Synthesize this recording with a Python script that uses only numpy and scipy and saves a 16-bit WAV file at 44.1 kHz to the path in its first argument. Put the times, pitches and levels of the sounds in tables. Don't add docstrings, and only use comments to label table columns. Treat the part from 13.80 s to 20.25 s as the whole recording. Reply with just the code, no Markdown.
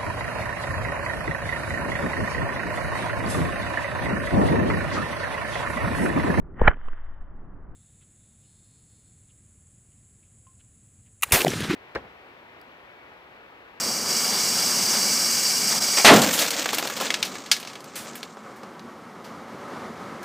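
import sys
import numpy as np
from scipy import signal
from scipy.fft import rfft, irfft
from scipy.io import wavfile

SR = 44100
rng = np.random.default_rng(int(sys.argv[2]) if len(sys.argv) > 2 else 0)


def unload_wav(signal):
    wavfile.write(
        sys.argv[1],
        SR,
        np.round(np.clip(np.atleast_2d(signal).T, -1, 1) * 32767).astype(np.int16),
    )


def voltage_ratio(level):
    return 10 ** (np.asarray(level, float) / 20)


N = 284312
HZ = np.maximum(np.fft.rfftfreq(N, 1 / SR), 1)

# (time [s], hiss level [dB])
FUSE_JET = [(0.0, -26), (0.25, -27.5), (0.3, -23), (0.6, -23), (1.25, -21.5), (2.16, -22.5)]
# (time [s], dull puff [dB], bright puff [dB], time to fall 60 dB [s])
FLARE_PUFFS = [(2.17, -17, -27, 0.09), (2.182, -23.5, -21, 0.057), (2.196, -24, -29, 0.15)]
# (frequency [Hz], relative level [dB])
FLARE_TONE = [(59, -43), (100, -19), (721, -1), (1160, -5.5), (2030, -7), (2330, -1), (2680, -7),
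              (4000, -13), (5200, -44), (8800, -120)]
# (frequency [Hz], relative level [dB])
HISS_TONE = [(880, -61), (1500, -12.5), (2010, -16.5), (2240, -10), (2540, -14), (2890, -11.5),
             (3720, -20.5), (4750, 0.5), (7020, -8.5), (8130, -7.5), (9790, -14), (10700, -14),
             (12300, -18.5), (13700, -13.5), (15500, -15.5)]
# (frequency [Hz], relative level [dB])
ROAR_TONE = [(180, -15), (300, -8.5), (648, 2), (734, 4), (2010, -2.5), (2230, 2), (2550, -11),
             (2860, -0.5), (3600, 1.5), (4680, -9), (7920, -120)]
# (frequency [Hz], width [Hz], change [dB])
CRATE_RESONANCES = [(2268, 35, 7), (2890, 120, 6.5), (3430, 68, 6.5), (4063, 48, 7.5), (4300, 60, 5),
                    (4700, 39, 5.5), (4680, 46, 2.5), (5050, 57, -4), (5535, 60, 9), (5900, 57, 8),
                    (6280, 38, 8), (6670, 68, 7), (7000, 93, 5.5), (7360, 96, 6), (7910, 110, 7),
                    (8400, 120, 5.5)]
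# (frequency [Hz], width [Hz], change [dB])
JET_DIPS = [(2590, 52, -7), (2770, 44, -5), (2965, 94, -9.5), (3410, 31, -16), (3700, 46, -8),
            (4310, 47, -13), (4410, 57, -5), (5700, 59, -5), (7170, 46, -9), (7150, 53, -20),
            (9200, 60, -1), (9640, 100, -10), (9800, 89, -9), (12500, 110, -21), (14350, 100, -8)]
# (frequency [Hz], width [Hz], change [dB])
CRATE_AIR_MODES = [(172, 25, -1), (232.5, 16, 5.5), (373, 33, 3.5), (444, 30, 2), (556, 32, 5),
                   (746, 53, 2), (1000, 30, 3), (1137, 39, 5.5), (1252, 37, 6), (1324, 22, 7.5),
                   (1550, 20, 2)]
# (time [s], level [dB])
RUMBLE_LEVEL = [(0.0, -34.5), (0.48, -35), (1.18, -34), (1.49, -36.5), (1.8, -36), (2.66, -39.5),
                (3.34, -38), (3.82, -42.5), (4.79, -43.5), (5.3, -41.5), (5.85, -37.5), (6.45, -38)]
# (frequency [Hz], relative level [dB])
RUMBLE_TONE = [(15, -74), (25, -49), (86, -7), (126, -3), (204, 5.5), (313, 0), (537, -1.5), (631, -3),
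               (741, -2), (1240, -3.5), (1800, -9.5), (2230, -10.5), (2420, -16.5), (6210, -24),
               (15500, -40.5)]
# (frequency [Hz], level at its height [dB], time to its height [s], time to fall 60 dB [s])
BLAST_BANDS = [(30, -47, .01, .3), (60, -38.5, 0.045, .5), (121, -26, 0.066, .45), (221, -12.5, 0.072, 0.6),
               (337, -15, 0.094, 0.17), (570, -10.5, 0.061, 0.43), (940, -11.5, 0.035, 0.42),
               (2000, -11, 0.043, 0.27), (4000, -13, 0.041, 0.3), (8040, -19, 0.022, 0.43),
               (15000, -29, 0.024, 0.42)]
# (time [s], patter level [dB])
GRIT_LEVEL = [(2.33, -22), (2.51, -24.5), (2.7, -27.5), (3.04, -34), (3.25, -32.5), (3.47, -40.5),
              (3.99, -52.5), (4.3, -44.5), (4.6, -59.5)]
# (frequency [Hz], relative level [dB])
GRIT_TONE = [(180, -24), (300, 1.5), (410, -28), (447, 0), (480, 0), (1050, -9.5), (1380, -6), (2360, -6),
             (4230, -7.5), (7480, -6), (9000, -14.5), (11700, -63), (19800, -120)]
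# (time [s], strength [dB], knock pitch [Hz], thud against knock [dB], tick against knock [dB])
LANDINGS = [(2.418, -6, 7700, -12, -6), (2.4317, -16, 3670, -16, -8), (2.7053, -12, 5950, -11, 2),
            (2.7647, -19, 4760, -23, -12), (2.7784, -29, 6520, -15, -10), (2.82, -23, 2820, -10, -8),
            (2.8572, -13, 2310, 5.5, -8), (2.8898, -15, 2740, -7, -6), (2.9955, -21, 6030, 3, -12),
            (3.0253, -21, 3920, 11, -18), (3.053, -19, 1100, 4, -10), (3.0726, -21, 4120, 0, 3),
            (3.2104, -22.5, 4670, 14, 8), (3.3409, -9.5, 3300, -25, -20), (3.4274, -8, 3660, -11.5, -9),
            (3.5541, -21.5, 1890, -9, -17), (3.7143, -1, 4560, -21, -8), (3.765, -26, 2870, -10, -1),
            (3.8496, -31, 3320, 6, -13), (3.8995, -30, 2010, -9, -14), (3.9545, -28.5, 2660, -5, -12),
            (4.0047, -34, 6000, -2, -2), (4.0417, -32.5, 6000, -8, 0), (4.569, -38.5, 650, 16, -16),
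            (4.8319, -30.5, 900, 11, -19), (4.994, -37, 3500, -12, -9)]
# (time [s], click strength [dB], knock pitch [Hz], thud against knock [dB], tick against knock [dB])
HARD_SNAPS = [(2.369, -6, 2000, -6, -12), (2.646, -14, 2090, -9, -8), (2.931, -9.5, 3600, 5.5, 5.5),
              (2.9457, -12.5, 4150, -17, 8), (2.9836, -6.5, 3200, 1, 6), (3.3043, -4, 2700, -7, -15),
              (3.829, -22, 3500, 5, -14), (3.9325, -26, 4650, 2, -5), (4.4299, -17.5, 3480, -1, -6)]
# (time [s], strength [dB], knock pitch [Hz], tick against knock [dB], time to fall 60 dB [s])
TIMED_LANDINGS = [(2.5234, -18.5, 7250, 6.5, 0.38), (2.589, -10.5, 4900, 3, 0.15),
                  (2.6176, -13, 4590, -5, 0.094), (3.099, -18, 1550, -3, 0.061),
                  (3.1657, -23.5, 3540, 4, 0.078), (3.198, -15, 740, -16, 0.25),
                  (3.2314, -26, 2240, -9, 0.074), (3.265, -18.5, 3150, -20, 0.078),
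                  (3.4494, -23, 4500, 1, 0.14), (3.6611, -28.5, 3690, -7, 0.095),
                  (3.7994, -24.5, 7900, -6, 0.087), (3.8726, -26.5, 3800, -12, 0.09),
                  (4.153, -22, 6700, -2.5, 0.34), (4.3535, -28.5, 2370, 9, 0.094),
                  (4.7594, -39.5, 1570, 1, 0.14), (5.442, -38.5, 4000, -2, 0.25),
                  (6.4283, -31, 1520, 1, 0.13)]
# (frequency [Hz], relative level [dB], time to fall 60 dB [s])
BOARD_MODES = [(1690, 10, 0.26), (2245, 8.5, 0.21), (2834, 0, 0.096), (3350, 9, 0.037), (4130, -24, 0.21),
               (4355, 10, 0.098), (4760, 4, 0.17), (6200, 6, 0.086), (8400, 0, 0.2), (8700, -30, 0.28),
               (10000, -39, 0.11), (10150, -24, 0.16), (10830, -21, 0.077)]

ROAR_BELOW_DB, GUST_DB, GUSTS_PER_S = -15.5, 2.5, 4.2
FLARE_ATTACK_S = 0.0028
CHOKE_S, CHOKE_DB, CHOKE_LENGTH_S = 2, -12, 0.0083
BANG_S, SHOCK_DB, SHOCK_S = 2.2468, -2, 0.00105
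AT_ONCE_HZ, SURGE_POWER = 500, 2.9
LUMPS_DB, LUMPS_PER_S = 1.5, 37
GRAINS_PER_S, GRAIN_T60_S = 700, 0.021
FINE_SHARE = 0.3
DUST_DB, DUST_SETTLES_DB_PER_S = -4.5, 7.5
HIT_T60_S, LOUD_HIT_DB, T60_S_PER_DB = 0.044, -4.5, 0.01
CLICK_DB, CLICK_CYCLES = -14, 4.5
THUD_ATTACK_S = 0.00079
SNAP_CLICK_DB, SNAP_T60_S = 8, 0.049
TIMED_THUD_DB = -8
OVERLOAD, CUTOFF_HZ = 0.82, 15850


def rms_one(x):
    return x / np.sqrt(np.mean(x ** 2) + 1e-20)


def in_time(rows):
    s, *columns = np.transpose(rows)
    return [np.interp(np.arange(N) / SR, s, c) for c in columns]


def at_hz(points, hz, column=1):
    points = np.array(points)
    return np.interp(np.log(hz), np.log(points[:, 0]), points[:, column])


def resonances_db(rows):
    return sum(db / (1 + (2 * (HZ - hz) / width) ** 2) for hz, width, db in rows)


def coloured(x, db):
    return rms_one(irfft(rfft(x) * voltage_ratio(db), N))


def band(x, low_hz, high_hz):
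    return signal.sosfilt(signal.butter(2, [low_hz, high_hz], "band", fs=SR, output="sos"), x)


def drift(rate):
    r = np.exp(-2 * np.pi * rate / SR)
    smooth = signal.lfilter([1], [1, -2 * r, r * r], rng.standard_normal(N + SR))
    return rms_one(smooth[SR:])


def fuse():
    t = np.arange(N) / SR
    choke_db = CHOKE_DB * np.exp(-((t - CHOKE_S) / CHOKE_LENGTH_S) ** 2)
    jet_db = in_time(FUSE_JET)[0] + choke_db
    peaks_and_dips_db = resonances_db(CRATE_RESONANCES + JET_DIPS)
    fluttering = rng.standard_normal(N) * voltage_ratio(0.7 * drift(45))
    hiss = coloured(fluttering, at_hz(HISS_TONE, HZ) + peaks_and_dips_db)
    rough = rng.standard_normal(N) * voltage_ratio(2.2 * drift(24))
    roar = coloured(rough, at_hz(ROAR_TONE, HZ) + peaks_and_dips_db)
    flare = coloured(rng.standard_normal(N), at_hz(FLARE_TONE, HZ))
    gusts = voltage_ratio(ROAR_BELOW_DB + GUST_DB * drift(GUSTS_PER_S))
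    out = voltage_ratio(jet_db) * (hiss + gusts * roar)
    for s, dull_db, bright_db, t60 in FLARE_PUFFS:
        since = np.maximum(t - s, 0)
        shape = np.minimum(since / FLARE_ATTACK_S, 1) * voltage_ratio(-60 * since / t60)
        out += shape * (voltage_ratio(dull_db) * flare + voltage_ratio(bright_db) * hiss)
    return out * (t < BANG_S)


def outdoors():
    (level_db,) = in_time(RUMBLE_LEVEL)
    tone_db = at_hz(RUMBLE_TONE, HZ) + resonances_db(CRATE_AIR_MODES)
    return voltage_ratio(level_db + 1.0 * drift(5.7)) * coloured(rng.standard_normal(N), tone_db)


def self_noise():
    return voltage_ratio(-69.5) * rng.standard_normal(N)


def bang():
    t = np.maximum(np.arange(N) / SR - BANG_S, 0)
    out = voltage_ratio(SHOCK_DB) * (1 - 2 * t / SHOCK_S) * (t > 0) * (t < SHOCK_S)
    edges = 25 * 2 ** np.arange(0, 9.6, 0.5)
    white = rng.standard_normal((2, N))
    lumps = [drift(LUMPS_PER_S) for _ in edges[::3]]
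    for k, (low, high) in enumerate(zip(edges, edges[1:])):
        middle = np.sqrt(low * high)
        db, height_s, t60 = (at_hz(BLAST_BANDS, middle, column=c) for c in range(1, 4))
        at_once = low / (low + AT_ONCE_HZ)
        surge = np.minimum(t / height_s, 1) ** SURGE_POWER
        build = (at_once + (1 - at_once) * surge) * (t > 0)
        fall_db = -60 * np.maximum(t - height_s, 0) / t60
        boom = rms_one(band(white[k % 2], low, high))
        out += boom * build * voltage_ratio(LUMPS_DB * lumps[k // 3] + db + fall_db)
    return out


def grit():
    (patter_db,) = in_time(GRIT_LEVEL)
    t = np.arange(N) / SR
    born = rng.random(N) < GRAINS_PER_S * voltage_ratio(2.5 * drift(40)) / SR
    sizes = voltage_ratio(3.0 * np.minimum(rng.exponential(1, N), 4)) * born
    puffs = rms_one(signal.lfilter([1], [1, -voltage_ratio(-60 / (GRAIN_T60_S * SR))], sizes))
    patter = coloured(rng.standard_normal(N) * (puffs + FINE_SHARE), at_hz(GRIT_TONE, HZ))
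    dust = rms_one(band(rng.standard_normal(N) * (puffs + 0.83), 13000, 21300))
    dust_db = DUST_DB - DUST_SETTLES_DB_PER_S * (t - BANG_S)
    started = t > GRIT_LEVEL[0][0]
    fade_out = np.clip((GRIT_LEVEL[-1][0] + 0.32 - t) / 0.17, 0, 1)
    return (patter + dust * voltage_ratio(dust_db)) * voltage_ratio(patter_db) * started * fade_out


def fragments():
    out, t = np.zeros(N + SR), np.arange(SR // 4) / SR
    rows = []
    for s, db, hz, thud_db, tick_db in LANDINGS:
        t60 = HIT_T60_S + T60_S_PER_DB * max(db - LOUD_HIT_DB, 0)
        rows.append((s, db, hz, thud_db, tick_db, t60, CLICK_DB))
    for s, db, hz, thud_db, tick_db in HARD_SNAPS:
        rows.append((s, db - SNAP_CLICK_DB, hz, thud_db, tick_db, SNAP_T60_S, SNAP_CLICK_DB))
    for s, db, hz, tick_db, t60 in TIMED_LANDINGS:
        rows.append((s, db, hz, TIMED_THUD_DB, tick_db, t60, CLICK_DB))

    white = rng.standard_normal((3, N + SR))
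    thud = rms_one(band(white[0], 350, 1270))
    broad = rms_one(band(white[1], 1500, 5820))
    tick = rms_one(band(white[2], 8000, 20600))
    strength_db = rng.normal(0, 2.4, (len(rows), len(BOARD_MODES)))
    phase = rng.uniform(0, 2 * np.pi, (len(rows), len(BOARD_MODES)))
    hz, mode_db, mode_t60 = np.transpose(BOARD_MODES)[:, :, None]
    for k, (s, db, knock_hz, thud_db, tick_db, t60, click_db) in enumerate(rows):
        start = round(s * SR)
        here = slice(start, start + len(t))
        knock = rms_one(band(white[1, here], knock_hz / 1.7, knock_hz * 1.53)) + 1.09 * broad[here]
        struck_db = mode_db + strength_db[k, :, None] - 9 * abs(np.log2(hz / knock_hz))
        waves = np.sin(2 * np.pi * hz * t + phase[k, :, None])
        ring = np.sum(voltage_ratio(struck_db - 60 * t / mode_t60) * waves, axis=0)
        swelling_thud = voltage_ratio(thud_db) * thud[here] * np.minimum(t / THUD_ATTACK_S, 1)
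        crack = knock + swelling_thud + voltage_ratio(tick_db) * tick[here]
        slide = max(t60 - 0.07, 0)
        contact = voltage_ratio(-6 - 180 * slide - 60 * t / 0.016)
        body = voltage_ratio(-7.0 + 20.5 * slide - 60 * t / t60)
        wall_echo = voltage_ratio(-19 - 60 * t / 0.24)
        hit = crack * (contact + body + wall_echo) + voltage_ratio(-10.5 - 30 * t / t60) * ring
        out[here] += voltage_ratio(db - 11.5) * hit * np.minimum(t / (0.00048 + 0.019 * slide), 1)
        fall_db = -60 * t * knock_hz / CLICK_CYCLES
        out[here] += voltage_ratio(db + click_db - 330 * slide + fall_db) * np.sin(2 * np.pi * knock_hz * t)
    return band(out[:N], 250, 19000)


def scene():
    mix = fuse() + outdoors() + self_noise() + bang() + grit() + fragments()
    return np.tile(mix, (2, 1))


def roll_off(x):
    return signal.sosfilt(signal.butter(12, 16240, fs=SR, output="sos"), x)


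def record(dry):
    clipped = dry / (1 + np.abs(dry / OVERLOAD) ** 3.0) ** (1 / 3.0)
    no_bass = signal.sosfilt(signal.butter(1, 40, "high", fs=SR, output="sos"), clipped)
    finished = signal.sosfilt(signal.cheby2(14, 50, CUTOFF_HZ, fs=SR, output="sos"), no_bass)
    return roll_off(finished)


dry = scene()
out = record(dry)
unload_wav(out)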